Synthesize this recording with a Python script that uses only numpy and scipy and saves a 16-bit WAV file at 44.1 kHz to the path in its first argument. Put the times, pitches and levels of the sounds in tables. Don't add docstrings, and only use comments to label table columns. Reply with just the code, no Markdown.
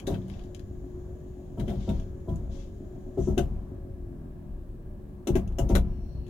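import sys
import numpy as np
from scipy import signal
from scipy.fft import rfft, irfft, next_fast_len
from scipy.io import wavfile
from scipy.ndimage import uniform_filter1d

SR = 44100
rng = np.random.default_rng(int(sys.argv[2]) if len(sys.argv) > 2 else 0)


def field_ratio(decibels):
    return 10 ** (np.asarray(decibels, dtype=float) / 20)


def waveform_to_disk(signal):
    frames = np.transpose(np.atleast_2d(signal))
    scaled = np.clip(frames, -1, 1) * 32767
    samples = np.round(scaled).astype(np.int16)
    wavfile.write(sys.argv[1], SR, samples)


N = 277389

# (frequency [Hz], level [dB per Hz])
RUMBLE_COLOUR = [(12, -44), (20, 2), (48, -2.5), (154, -12), (241, -20), (357, -14), (446, -26), (590, -22),
                 (849, -32.5), (1120, -35), (1330, -42.5), (1480, -45), (4810, -58), (14700, -56),
                 (16000, -55)]
# (frequency [Hz], likeness [0-1])
RUMBLE_LIKENESS = [(60, 1), (130, 1), (290, 0.75), (640, 0.5), (1410, 0), (3100, 0.03), (6820, 0),
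                   (15000, 0)]
# (frequency [Hz], width [Hz], level [dB])
HUMMING_PANELS = [(358.5, 11.4, -2), (592, 26, 7.5), (820, 11, -7.5), (963, 9.7, -41.5), (1160, 15, -5),
                  (1660, 35, 2), (1665, 110, 8.5)]
# (time [s], firing rate [Hz], level [dB], rumble of the running gear [dB])
ENGINE_COURSE = [
    (0, 45, -52.5, 3.5),
    (.8, 45, -48.5, -2),
    (1.9, 46, -50, -1.5),
    (3.9, 46.2, -48, -1.5),
    (4.4, 39.43, -51.5, -2),
    (5, 36.54, -61, -2.5),
    (5.6, 35.81, -54, -1),
    (5.9, 36.17, -50.5, -9.5),
    (6.29, 35.93, -57, -2),
]
# (frequency [Hz], width [Hz], level [dB])
CABIN_MODES = [(37, 20, -7), (93.8, 18.5, 3), (161, 40, -4), (267.7, 27, 1.5), (356.6, 38, -7),
               (620, 130, -16)]
# (multiple of firing rate, level [dB])
EXHAUST_HUM = [(1, -4), (6, -3), (7, -13), (8, -7)]
BOOM_MULTIPLES = (7, 8, 9, 10, 12)
# (frequency [Hz], width [Hz], level [dB])
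BOOM_MODES = [(360, 30, 0), (560, 30, -11)]
# (time [s], peak [dB], top above 5 kHz [dB], ring [Hz])
TRIM_TICKS = [(0.0002, -36.5, -3, 3070), (0.2192, -46, -8, 3350), (0.2826, -50.5, 1, 2970),
              (0.2998, -45.5, -13, 3300), (0.3145, -45, -6, 4800), (0.3396, -43.5, -11, 3300),
              (0.3941, -40.5, -12, 3280), (0.4094, -67, -6, 2950), (0.4392, -44.5, -6, 3030),
              (0.46, -57, -6, 4660), (0.5484, -38, -4.5, 4850), (0.595, -43, -9.5, 4770),
              (1.9994, -50, -3, 3480), (2.359, -62, 7, 3270), (3.5544, -57, -14, 2510),
              (5.4772, -46.5, -1.5, 2900), (5.5236, -52, -4, 3400), (6.267, -50, -4, 2690),
              (6.281, -52, 0, 4330)]
# (time [s], sway [Hz], sway level [dB], panels [dB], floor pan [dB])
BODY_JOLTS = [(0.084, 45, -33, -30.5, -27), (.13, 46, -40, -27, -29.5), (1.597, 62.7, -29, -22.5, -35),
              (1.697, 61.5, -36, -22, -32), (1.76, 46, -26.5, -33, -56), (1.897, 61, -25, -22.5, -32),
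              (2.298, 65, -24, -23.5, -40), (2.41, 55, -29.5, -42, -57), (3.2, 59.4, -26, -22, -46),
              (3.296, 61, -25.5, -21, -54), (3.40, 60.5, -20.5, -26.5, -36), (3.52, 61, -27, -35, -41),
              (5.315, 40.2, -15.5, -21.5, -29.5), (5.354, 46, -34, -30, -25.5), (5.62, 46, -21, -21.5, -35),
              (5.72, 42, -19, -24.5, -41), (5.742, 47.8, -16.5, -23, -28.5)]
# (time [s], deep level [dB], upper level [dB])
WHEEL_BUMPS = [
    (.64, -34, -54),
    (3.9, -31.5, -53),
    (4.5, -33, -48),
    (5.86, -38.5, -47),
    (6.15, -28, -31),
]
# (frequency [Hz], or share of the sway rate, level [dB], ring time [s])
BODY_MODES = [(0.957, 1, 0.16), (99.6, -1, 0.13), (121.6, -4.5, 0.2), (139, -2, 0.17), (164.3, -7, 0.13),
              (192.94, -0.5, 0.76)]
# (frequency [Hz], width [Hz], level [dB])
DEEP_SHUDDER = [(31.2, 13, 3.5), (46, 5.6, 0), (61, 8.4, 5.5)]
# (frequency [Hz], width [Hz], level [dB])
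UPPER_SHUDDER = [(84, 18.7, -2), (101, 15.4, 1.5), (124.9, 6.9, 1), (158.2, 17.1, 0.5), (174.8, 11.4, -4),
                 (197.7, 9.3, -0.5)]
# (frequency [Hz], level [dB], loudest time [s], swell length [s])
SQUEAL_PARTIALS = [
    (2790, -86.5, 6.1, 0.29),
    (4260, -84, 6.22, 0.23),
    (5640, -85.5, 6.04, 0.25),
]
# (time [s], level [dB])
SEEP = [
    (0, -84),
    (.5, -82),
    (2.2, -84),
    (3.1, -83),
    (3.6, -91),
    (4.0, -105),
]
# (time [s], length [s], level near 3 kHz [dB], top near 6.5 kHz against it [dB])
FLUID_GUSHES = [
    (0.13, 0.14, -69.5, -7.5),
    (0.27, 0.14, -63, -9),
    (1.624, 0.3, -61.5, -9),
    (1.765, 0.25, -60, -5.5),
    (2.3, .12, -87, 5),
    (2.48, 0.14, -58, -3.5),
    (3.162, 0.1, -64.5, 9.5),
    (3.237, 0.049, -72, 10.5),
    (3.34, .2, -84, -7),
]
# (frequency [Hz], width [Hz], level [dB])
FLUID_LOW_MODES = [(1810, 3200, -4.5), (2870, 1600, 2.5), (3300, 750, 3.5), (5170, 1600, -7)]
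# (frequency [Hz], width [Hz], level [dB])
FLUID_TOP_MODES = [(5900, 660, 1.5), (7100, 1800, -4.5), (8300, 1500, -11), (9300, 3400, -9.5)]
# (time [s], peak [dB], top above 5 kHz [dB], ring time [s], ring [Hz])
VALVE_CRACKS = [(0.0676, -36, 2, 0.072, 3780), (0.114, -44.5, -18, 0.034, 3640),
                (0.1394, -47, -20, 0.038, 2120), (1.5783, -55, -4, 0.056, 3180),
                (1.596, -45, -8, 0.047, 3570), (1.6781, -47.5, -9, 0.086, 3250),
                (1.6931, -42.5, -5, 0.04, 3390), (1.89, -38.5, -7, 0.028, 3520),
                (2.289, -52.5, 0, 0.061, 3450), (3.1782, -57, -9, 0.13, 3160),
                (3.377, -33.5, -3.5, 0.067, 2900), (5.2709, -37.5, 3, 0.052, 2830),
                (5.3533, -33, -3, 0.043, 2280), (5.5852, -31, 4.5, 0.023, 2960),
                (5.6887, -47, 7.5, 0.054, 3800), (5.7044, -45, -12, 0.081, 2430),
                (5.7518, -27.5, -4.5, 0.028, 2380)]
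# (frequency [Hz], level [dB per Hz])
CRACK_LOW_COLOUR = [(700, -38), (1100, -3.5), (1550, 0.5), (2300, -6.5), (3400, -5.5), (4400, -15),
                    (5200, -14.5), (7000, -35)]
# (frequency [Hz], level [dB per Hz])
CRACK_TOP_COLOUR = [(3200, -31), (4800, -20.5), (6100, -4.5), (7300, -7), (8300, -14), (10000, -9.5),
                    (14500, -16), (16000, -29)]
# (time [s], peak [dB], ring time [s], upper modes [dB])
VALVE_BLOWS = [(0.077, -22.5, 0.082, -9.5), (0.09, -23.5, 0.075, -14.5), (0.115, -26.5, 0.11, -15.5),
               (0.14, -37, 0.084, -13), (1.576, -32.5, 0.079, -7), (1.592, -37, 0.23, -6.5),
               (1.678, -30.5, 0.085, -10), (1.699, -34, 0.22, -8), (1.878, -30, 0.19, -7),
               (2.277, -31, 0.2, -8.5), (3.176, -17, 0.11, -19), (3.275, -19, 0.12, -16),
               (3.377, -15.5, 0.11, -13.5), (5.273, -26, 0.062, -5), (5.291, -19, 0.05, -17),
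               (5.356, -14, 0.07, -13.5), (5.583, -27.5, 0.19, -5), (5.699, -17.5, 0.083, -10.5),
               (5.753, -17.5, 0.067, -10.5)]
# (frequency [Hz], level [dB])
BRACKET_MODES = [(300, -7.5), (345, -2), (375, -1), (420, -17), (530, 1.5), (580, 0.5), (660, 0), (800, -7),
                 (920, -6.5), (1120, -21), (1350, -19)]
# (frequency [Hz], level [dB per Hz])
THUD_COLOUR = [(90, -32.5), (170, 0.5), (330, 0.5), (620, -6), (1000, -24), (1800, -46.5)]
# (frequency [Hz], left minus right [dB])
LEFT_BALANCE = [(300, 6.5), (700, 4), (1300, 9), (2400, 15), (4400, 13.5), (8100, 9), (15000, -10)]
# (frequency [Hz], left minus right [dB])
AROUND_BALANCE = [(30, 1.2), (120, 2.6), (300, 2.6), (600, -.6), (1200, 4)]

JOLT_LEAD_S = 0.01212


def shaped(x, table):
    hz, db = np.transpose(table)
    size = next_fast_len(x.shape[-1])
    f = np.maximum(np.arange(size // 2 + 1) * SR / size, 1)
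    gain = field_ratio(np.interp(np.log(f), np.log(hz), db))
    return irfft(rfft(x, size) * gain, size)[..., :x.shape[-1]]


def resonate(x, modes):
    out = 0
    for k, (hz, width, db) in enumerate(modes):
        b, a = signal.iirpeak(hz, hz / width, SR)
        out = out + (-1) ** k * field_ratio(db) * signal.lfilter(b, a, x)
    return out


def unit(x):
    return x / np.sqrt(np.mean(x ** 2))


def ringing_noise(modes, overall):
    return unit(resonate(resonate(rng.standard_normal(N), modes), [(*overall, 0)]))


def curves(table):
    s, *columns = np.transpose(table)
    return [np.interp(np.arange(N) / SR, s, c) for c in columns]


def walk(rate):
    k = int(SR / rate)
    held = np.repeat(rng.standard_normal(N // k + 1), k)
    return 1.397 * uniform_filter1d(uniform_filter1d(held, k), k)[:N]


def fade(t60, rise):
    t = np.arange(int(SR * t60)) / SR
    env = (1 - np.exp(-t / rise)) * np.exp(-np.log(1000) * t / t60)
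    return t, env / env.max()


def add(out, s, x):
    i = max(int(s * SR), 0)
    out[i:i + len(x)] += x[:N - i]


def ports(x, lag_s, wet_db, balance):
    t60 = 0.1
    t = np.arange(int(SR * t60)) / SR
    tail = rng.standard_normal((2, len(t))) * np.exp(-np.log(1000) * t / t60) * (t > .002)
    tail = tail / np.sqrt(np.sum(tail ** 2) / 2)
    tail = signal.sosfilt(signal.butter(1, 500, "highpass", fs=SR, output="sos"), tail)
    answer = rfft(field_ratio(wet_db) * tail + (t == 0))
    power = np.abs(answer) ** 2
    even = np.sqrt(uniform_filter1d(power, size=300) / uniform_filter1d(power, size=30))
    above_bass = np.arange(power.shape[1]) > 70
    answer = irfft(answer * even ** above_bass, len(t))[:, :len(t) * 4 // 5]
    wet = signal.fftconvolve(x[None], answer, axes=1)[:, :N]
    left = shaped(wet[0], [(hz, db / 2) for hz, db in balance])
    right = shaped(wet[1], [(hz, -db / 2) for hz, db in balance])
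    return np.array([left, np.roll(right, int(lag_s * SR))])


def rumble_and_hiss(rumble_db):
    out = 0
    likeness_hz, likeness = np.transpose(RUMBLE_LIKENESS)
    for hz in 22 * 2 ** np.arange(0, 9.6, .5):
        alike = np.clip(np.interp(np.log(hz), np.log(likeness_hz), likeness), 0, 1)
        band = [hz * 2 ** -.25, hz * 2 ** .25]
        sos = signal.butter(2, band, "bandpass", fs=SR, output="sos")
        mid, side = signal.sosfilt(sos, rng.standard_normal((2, N)))
        pair = np.sqrt(1 + alike) * mid + np.sqrt(1 - alike) * side * np.array([[1], [-1]])
        flicker_db = min(2.2, 2500 / hz) * walk(6.6)
        out = out + pair * field_ratio(flicker_db + rumble_db * (hz < 2500))
    out = shaped(out, RUMBLE_COLOUR)
    return field_ratio(-44) * unit(out + resonate(out, HUMMING_PANELS))


def engine(hz, db):
    turns = np.cumsum(hz * (1 + .004 * walk(5))) / SR
    at = np.flatnonzero(np.diff(np.floor(turns)))
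    cylinders_db = np.resize([-1.3, 5.1, 3.0, 1.0, -3.0, -1.0], len(at))
    pulses = np.zeros(N)
    pulses[at] = field_ratio(1.8 * rng.standard_normal(len(at)) + cylinders_db)
    soft = signal.sosfilt(signal.butter(4, 600, fs=SR, output="sos"), pulses)
    hum = sum(field_ratio(level + 2.5 * walk(8)) * np.sin(2 * np.pi * k * turns) for k, level in EXHAUST_HUM)
    boom = sum(field_ratio(4 * walk(9)) * np.sin(2 * np.pi * k * turns) for k in BOOM_MULTIPLES)
    firing = unit(resonate(soft, CABIN_MODES))
    return field_ratio(db) * (firing + field_ratio(-7.0) * hum) + field_ratio(-57) * unit(resonate(boom, BOOM_MODES))


def trim_ticks():
    t60 = 0.038
    table = [(s, db, top_db, t60, ring_hz) for s, db, top_db, ring_hz in TRIM_TICKS]
    return shaped(cracks(table, 0.00017, -15, ring_db=-7), [(1500, -8), (2800, 1.5)])


def shudder(road_db, jolts, fall_db, rise, t60):
    power = np.full(N, field_ratio(2 * road_db))
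    env = fade(t60, rise)[1]
    for s, db in jolts:
        add(power, s - JOLT_LEAD_S, (field_ratio(db + fall_db) * env) ** 2)
    return np.sqrt(power)


def body():
    deep = [(s, sway_db) for s, _, sway_db, _, _ in BODY_JOLTS] + [(s, db) for s, db, _ in WHEEL_BUMPS]
    upper = [(s, panel_db) for s, _, _, panel_db, _ in BODY_JOLTS] + [(s, db) for s, _, db in WHEEL_BUMPS]
    out = shudder(-48, deep, -7.5, 0.01, 1.43) * ringing_noise(DEEP_SHUDDER, (45, 108))
    out += shudder(-47, upper, -8, 0.0074, 0.6) * ringing_noise(UPPER_SHUDDER, (125, 133))
    chances = rng.standard_normal((len(BODY_JOLTS), len(BODY_MODES), 2))
    for (s, sway_hz, sway_db, panel_db, pan_db), chance in zip(BODY_JOLTS, chances):
        levels = [sway_db] + [panel_db] * (len(BODY_MODES) - 2) + [pan_db]
        for k, (hz, db, t60) in enumerate(BODY_MODES):
            t, env = fade(t60, 0.0091)
            pitch = hz * sway_hz if k == 0 else hz * (1 + 0.0203 * chance[k, 1])
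            gain = field_ratio(db - 3.5 + levels[k] + 2.43 * chance[k, 0])
            add(out, s - JOLT_LEAD_S * (k > 0), gain * env * np.sin(2 * np.pi * pitch * t))
    return out


def squeal():
    start_s, rise_s = 5.8, .06
    t, out = np.arange(N) / SR, 0
    for hz, db, s, swell in SQUEAL_PARTIALS:
        rough = ringing_noise([(hz, 170, 0)], (hz, 900))
        out = out + field_ratio(db - 4.2 * ((t - s) / swell) ** 2 + 2 * walk(12)) * rough
    return out * np.clip((t - start_s) / rise_s, 0, 1)


def leak():
    hiss = ringing_noise([(6620, 420, -1.8), (6920, 660, 1.8)], (6320, 1100))
    return field_ratio(curves(SEEP)[0] - 3.5) * hiss


def fluid():
    open_s, sag_db_per_s, close_db_per_s = 0.044, 25, 260
    t = np.arange(N) / SR
    trickle = field_ratio(curves(SEEP)[0] + 5.5)
    flow = np.array([trickle, trickle])
    for s, length, db, top_db in FLUID_GUSHES:
        sag_db = sag_db_per_s * np.clip(t - s, 0, length)
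        close_db = close_db_per_s * np.maximum(t - s - length, 0)
        opening = np.clip((t - s) / open_s, 0, 1) ** 2
        flow = flow + opening * field_ratio(db - sag_db - close_db + np.array([[0], [top_db]]))
    low = ringing_noise(FLUID_LOW_MODES, (3600, 11000))
    top = ringing_noise(FLUID_TOP_MODES, (7000, 4000))
    return flow[0] * field_ratio(-10.5 + 1.1 * walk(60)) * low + flow[1] * field_ratio(-11.0 + 0.94 * walk(67)) * top


def cracks(table, rise, tail_db, ring_db):
    out, white = np.zeros(N), rng.standard_normal((3, N))
    low = unit(shaped(white[0], CRACK_LOW_COLOUR))
    top = unit(shaped(white[1], CRACK_TOP_COLOUR))
    rattle = field_ratio(4.08 * walk(300))
    for s, peak_db, top_db, t60, ring_hz in table:
        t, tail = fade(2.6 * t60, rise)
        env = tail ** 11.2 + field_ratio(tail_db) * tail
        part = np.arange(int(s * SR), int(s * SR) + len(t)) % N
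        mode = [(ring_hz, 450, 0)]
        ring = unit(resonate(resonate(white[2, part], mode), mode))
        noise = rattle[part] * (low[part] + field_ratio(top_db) * top[part])
        add(out, s - .001, field_ratio(peak_db - 12.5) * env * (noise + field_ratio(ring_db) * ring))
    return out


def blows():
    hz, db = np.transpose(BRACKET_MODES)[:, :, None]
    upper = (np.arange(len(BRACKET_MODES)) >= 4)[:, None]
    out, thud = np.zeros(N), np.zeros(N)
    dull = unit(shaped(rng.standard_normal(N), THUD_COLOUR))
    chances = rng.standard_normal((len(VALVE_BLOWS), 3, len(BRACKET_MODES), 1))
    for (s, peak_db, t60, upper_db), chance in zip(VALVE_BLOWS, chances):
        t, env = fade(t60, 0.0095)
        gain = field_ratio(db + np.where(upper, upper_db - 2.5 + 1.8 * chance[0], 1.24 * chance[0]))
        pitch = hz * (1 + np.where(upper, .03, .012) * chance[1])
        turns = pitch * t + np.where(upper, .3, .05) * chance[2]
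        ring = np.sum(gain * np.sin(2 * np.pi * turns), axis=0)
        add(out, s - .003, field_ratio(peak_db - 6.5) * env * ring)
        add(thud, s - .004, field_ratio(peak_db + upper_db - 3) * fade(2.58 * t60, .005)[1])
    return out + thud * dull


def scene():
    lag_s = .0003
    hz, engine_db, rumble_db = curves(ENGINE_COURSE)
    background = rumble_and_hiss(rumble_db)
    around = ports(engine(hz, engine_db) + body() + blows(), 0, wet_db=2.0, balance=AROUND_BALANCE)
    trim = ports(trim_ticks(), lag_s, wet_db=-4, balance=LEFT_BALANCE)
    brakes = squeal() + leak() + fluid() + cracks(VALVE_CRACKS, 0.0013, -11.5, ring_db=-2)
    footwell = ports(brakes, lag_s, wet_db=4, balance=LEFT_BALANCE)
    return background + around + trim + footwell


def roll_off(x):
    return signal.sosfilt(signal.butter(12, 16250, fs=SR, output="sos"), x)


def record(dry):
    return roll_off(dry)


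dry = scene()
out = record(dry)
waveform_to_disk(out)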